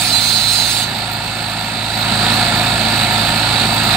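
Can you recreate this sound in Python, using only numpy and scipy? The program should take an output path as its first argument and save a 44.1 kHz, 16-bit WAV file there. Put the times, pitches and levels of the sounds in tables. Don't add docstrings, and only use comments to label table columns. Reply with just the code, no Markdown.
import sys
import numpy as np
from scipy import signal
from scipy.fft import rfft, irfft, next_fast_len
from scipy.io import wavfile
from scipy.ndimage import uniform_filter1d, map_coordinates

SR = 44100
rng = np.random.default_rng(int(sys.argv[2]) if len(sys.argv) > 2 else 0)


def linear_from_db(decibels):
    return 10 ** (np.asarray(decibels, float) / 20)


def unload_wav(signal):
    wavfile.write(
        sys.argv[1],
        SR,
        np.round(np.clip(np.atleast_2d(signal).T, -1, 1) * 32767).astype(np.int16),
    )


N = 174636


def unit(x):
    return x / np.sqrt(np.mean(x ** 2) + 1e-20)


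def along(points, hz):
    f, v = np.transpose(points)
    return np.interp(np.log(hz + 1), np.log(f + 1), v)


def curve(rows):
    return np.interp(np.arange(N) / SR, *np.transpose(rows))


def wobble(rate):
    knots = rng.standard_normal(400)
    return map_coordinates(knots, [np.arange(N) * min(rate, 90) / SR])


def filtered(x, response):
    m = next_fast_len(N + SR // 2)
    return irfft(rfft(x, m) * response(np.fft.rfftfreq(m, 1 / SR)), m)[..., :N]


def ringing(x, peaks):
    def response(f):
        total = 0
        for k, (centre, width, db) in enumerate(peaks):
            damping = 1j * f * width
            total = total + (-1) ** k * linear_from_db(db) * damping / (centre * centre - f * f + damping)
        return total
    return filtered(x, response)


def patchy(depth_db):
    z = signal.stft(rng.standard_normal((2, N)), nperseg=512)[2]
    field = rng.standard_normal(z.shape[1:])
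    field = uniform_filter1d(uniform_filter1d(field, 6, 0), 10, 1)
    return unit(signal.istft(z * linear_from_db(depth_db * unit(field)), nperseg=512)[1][:, :N])


# start_s, firings_per_s
ENGINE_SPEED = [
    (0, 27.4),
    (.4, 27.2),
    (.9, 27.38),
    (1.6, 27.28),
    (2.2, 27.45),
    (3.2, 27.34),
    (3.96, 27.42),
]


def engine_cycle():
    return np.cumsum(curve(ENGINE_SPEED)) / SR


EXHAUST_ORDERS_DB = [-17, -6.5, -13.5, 1.5, -5.5, -7, -12.5, -12.5, -13, -13, -16, -17.5, -18.5, -26]
WHINE_ORDERS = [20, 26, 27, 31, 33, 34, 42, 45, 47, 52, 64, 80]
WHINE_DB = [-12, -18, -7.5, -8.5, -11.5, -6.5, -16.5, -12, -19.5, -10, -16, -12]
# pitch_hz, width_hz
SHAFT_TONES = [(200, 10), (224, 5), (8742, 12), (14987, 12)]
SHAFT_DB = [-42.5, -35.5, -57.5, -69]


def exhaust(cycle):
    exhaust_db, waver_db, waver_rad = -31, 0.5, 0.27
    low = [(k + 1, db) for k, db in enumerate(EXHAUST_ORDERS_DB)]
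    orders = np.zeros(N)
    for k, db in low + list(zip(WHINE_ORDERS, WHINE_DB)):
        level = linear_from_db(db + waver_db * wobble(11))
        drift = rng.uniform(0, 2 * np.pi) + waver_rad * (1 + k / 20) * wobble(6)
        orders += level * np.sin(2 * np.pi * k * cycle + drift)
    hum = np.zeros(N)
    for (hz, width), db in zip(SHAFT_TONES, SHAFT_DB):
        hum += linear_from_db(db) * unit(ringing(rng.standard_normal(N), [(hz, width, 0)]))
    return linear_from_db(exhaust_db) * np.sqrt(2) * orders + hum


# pitch_hz, width_hz, level_db
CASING_MODES = [(212, 97, -7.5), (570.6, 40, -7.5), (718, 90.6, 1), (956, 140, -4.5), (1273, 174, -5.5),
                (1393, 140, -3), (1746, 120, -6.5), (2304, 84, -12), (2613, 87, -8), (7760, 1600, -22.5)]


def casing(cycle):
    knock_db, rattle_db = -37, -25
    scatter_db, jitter_s, second_turn_db = -1, 0.000088, 6
    turns = np.flatnonzero(np.diff(np.floor(2 * cycle)))
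    chance = rng.standard_normal((400, 2))[:len(turns)]
    late = np.round(jitter_s * SR * chance[:, 0]).astype(int)
    at = np.clip(turns + late, 0, N - 1)
    knocks = np.zeros(N)
    knocks[at] = linear_from_db(scatter_db * chance[:, 1] + second_turn_db * (np.arange(len(turns)) % 2))
    pulse = 1 + .15 * np.cos(4 * np.pi * cycle) + 0.099 * np.cos(2 * np.pi * cycle)
    rattle = patchy(0.85) * pulse
    return linear_from_db(knock_db) * unit(ringing(knocks, CASING_MODES)), linear_from_db(rattle_db) * unit(ringing(rattle, CASING_MODES))


# start_s, level_db
CONTACT = [
    (0, 3),
    (.2, 3.5),
    (.3, 5.5),
    (.46, 3),
    (.55, 5.5),
    (.65, 3.5),
    (.7, 5),
    (.76, 1.5),
    (.83, 2),
]
LIFT_S, LIFT_FADE_S = .845, .015


def bite(t):
    return linear_from_db(curve(CONTACT)) / (1 + np.exp(np.clip((t - LIFT_S) / LIFT_FADE_S * 3, -50, 50)))


# pitch_hz, level_db per Hz
GRIT_COLOUR = [(1200, -6), (2500, 4.5), (5000, 0.5), (6000, 6), (7500, 1.5), (10000, -1), (12000, -6.5),
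               (15800, -3.5)]


def grit(pressure):
    def colour(hz):
        notch = 1 - np.exp(-((hz - 5690) / 90) ** 2)
        return linear_from_db(along(GRIT_COLOUR, hz)) * notch
    noise = patchy(2.2) * linear_from_db(.9 * wobble(11.4))
    return linear_from_db(-25.5) * unit(filtered(noise, colour)) * pressure


# pitch_hz, width_hz
DISC_MODES = [(3036, 12), (3605, 12), (3780, 20), (4510, 20), (4570, 30), (5092, 12), (5164, 14),
              (5255, 14), (5410, 12), (5523, 12), (6234, 12), (6468, 14), (7517, 14), (15688, 14)]
DISC_DB = [-2, -5, -10, -12, -4.5, -10, 0, 2.5, -2, -13, -5, 5.5, -2.5, -17]


def disc(pressure):
    drive = patchy(2.5)
    modes = [(hz, width, db) for (hz, width), db in zip(DISC_MODES, DISC_DB)]
    return linear_from_db(-30) * ringing(drive * pressure, modes) / np.std(ringing(drive, modes))


# pitch_hz, peak_s, span_s (15 dB down this far from the peak)
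SINGING = [
    (4060, .35, .75),
    (4230, .3, .42),
]
SINGING_DB = [-26.5, -29.5]


def singing(t):
    start_s, ring_s, flutter_db = .035, .07, 2.8
    ring_on = np.exp(-np.maximum(t - LIFT_S, 0) / ring_s) * (1 - np.exp(-(t / start_s) ** 2))
    song = np.zeros((2, N))
    for (hz, peak_s, span_s), db in zip(SINGING, SINGING_DB):
        level = linear_from_db(db - 15 * ((t - peak_s) / span_s) ** 2 + flutter_db * wobble(19.8))
        phase = 2 * np.pi * hz * t + .8 * wobble(14.9) + [[0], [1.2]]
        song += level * ring_on * np.sin(phase)
    return song


def blade():
    t = np.arange(N) / SR
    pressure = bite(t)
    return grit(pressure) + disc(pressure) + singing(t)


# pitch_hz, level_db per Hz
FAN_COLOUR = [(60, -5), (200, -3), (450, -9), (1200, -7.5), (3000, -8.5), (5600, -16.5), (9200, -26),
              (16000, -32)]


def fan(cycle):
    pulse = 1 + .15 * np.cos(4 * np.pi * cycle + 1)
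    rush = patchy(1.24) * pulse * linear_from_db(0.43 * wobble(8))
    return linear_from_db(-25.5) * unit(filtered(rush, lambda hz: linear_from_db(along(FAN_COLOUR, hz))))


def clatter(cycle):
    ticks_per_s = 1800
    pulse = 1 + .15 * np.cos(4 * np.pi * cycle + 1)
    shake = linear_from_db(0.85 * wobble(16) + 0.95 * wobble(8.6)) * pulse
    ticks = (rng.random(N) < ticks_per_s / SR) * shake * rng.standard_normal((2, N))
    return linear_from_db(-47) * unit(filtered(ticks, lambda hz: hz ** 2 / (hz ** 2 + 9000 ** 2)))


def bearing(cycle):
    flicker = linear_from_db(4.5 * wobble(30) + 2 * wobble(7.2)) * (1 + .4 * np.cos(4 * np.pi * cycle))
    noise = rng.standard_normal((2, N)) * flicker
    return linear_from_db(-46) * unit(ringing(noise, [(13600, 200, 0)]))


# pitch_hz, correlation
ALIKE = [(120, 0.95), (250, 0.99), (450, 0.69), (750, 0.91), (1300, 0.59), (2500, 0.46), (4200, 0.66),
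         (9000, 0.16)]


def spread(noises):
    def turn(hz):
        angle = np.arccos(np.clip(along(ALIKE, hz), -1, 1)) / 2
        return np.array([np.cos(angle), np.sin(angle)])
    return filtered(noises, turn)


def scene():
    cycle = engine_cycle()
    knock, rattle = casing(cycle)
    mid, side = spread(rattle + fan(cycle) + clatter(cycle) + blade() + bearing(cycle))
    mid = mid + knock + exhaust(cycle)
    return np.array([mid + side, mid - side])


# pitch_hz, lead_rad
LEFT_LEADS = [(600, 0.0095), (800, 0.052), (1120, -1.44), (1400, -0.76), (3600, -0.95), (5200, 1.45),
              (7600, 0.67), (13800, 1.4)]
# pitch_hz, level_db
RIGHT_LOW = [(150, 0.33), (700, -2), (1300, 0.5), (2000, 3), (2500, 5.5), (3200, 3.5), (3750, 16),
             (4600, 16.5)]
# pitch_hz, level_db
RIGHT_HIGH = [(4600, 0.5), (5200, -15), (5900, -29.5), (7000, -14.5), (8200, -3.5), (9500, -8),
              (11500, -15), (15000, -8.5)]


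def ports(x):
    def response(hz):
        bass_db = 4 / (1 + (hz / 70) ** 2)
        left = np.exp(1j * along(LEFT_LEADS, hz))
        right = linear_from_db(along(RIGHT_LOW, hz) + along(RIGHT_HIGH, hz) - bass_db)
        band = (hz < 15760) * hz ** 4 / (hz ** 4 + 36 ** 4)
        return np.array([left, right]) * band
    return filtered(x, response)


def roll_off(x):
    return signal.sosfilt(signal.butter(12, 15760, fs=SR, output="sos"), x)


# start_s, level_db
GAIN = [
    (0, 3),
    (.25, 1.5),
    (1.82, 1.5),
    (2.05, 5.5),
    (2.32, 9),
    (2.5, 8),
    (3.5, 7.5),
    (3.96, 9),
]


def record(dry):
    x = ports(dry) * linear_from_db(curve(GAIN) - 4)
    limit = 1.15
    x = np.clip(x / (1 + np.abs(x / limit) ** 4) ** (1 / 4), -1, 1)
    return roll_off(x)


dry = scene()
out = record(dry)
unload_wav(out)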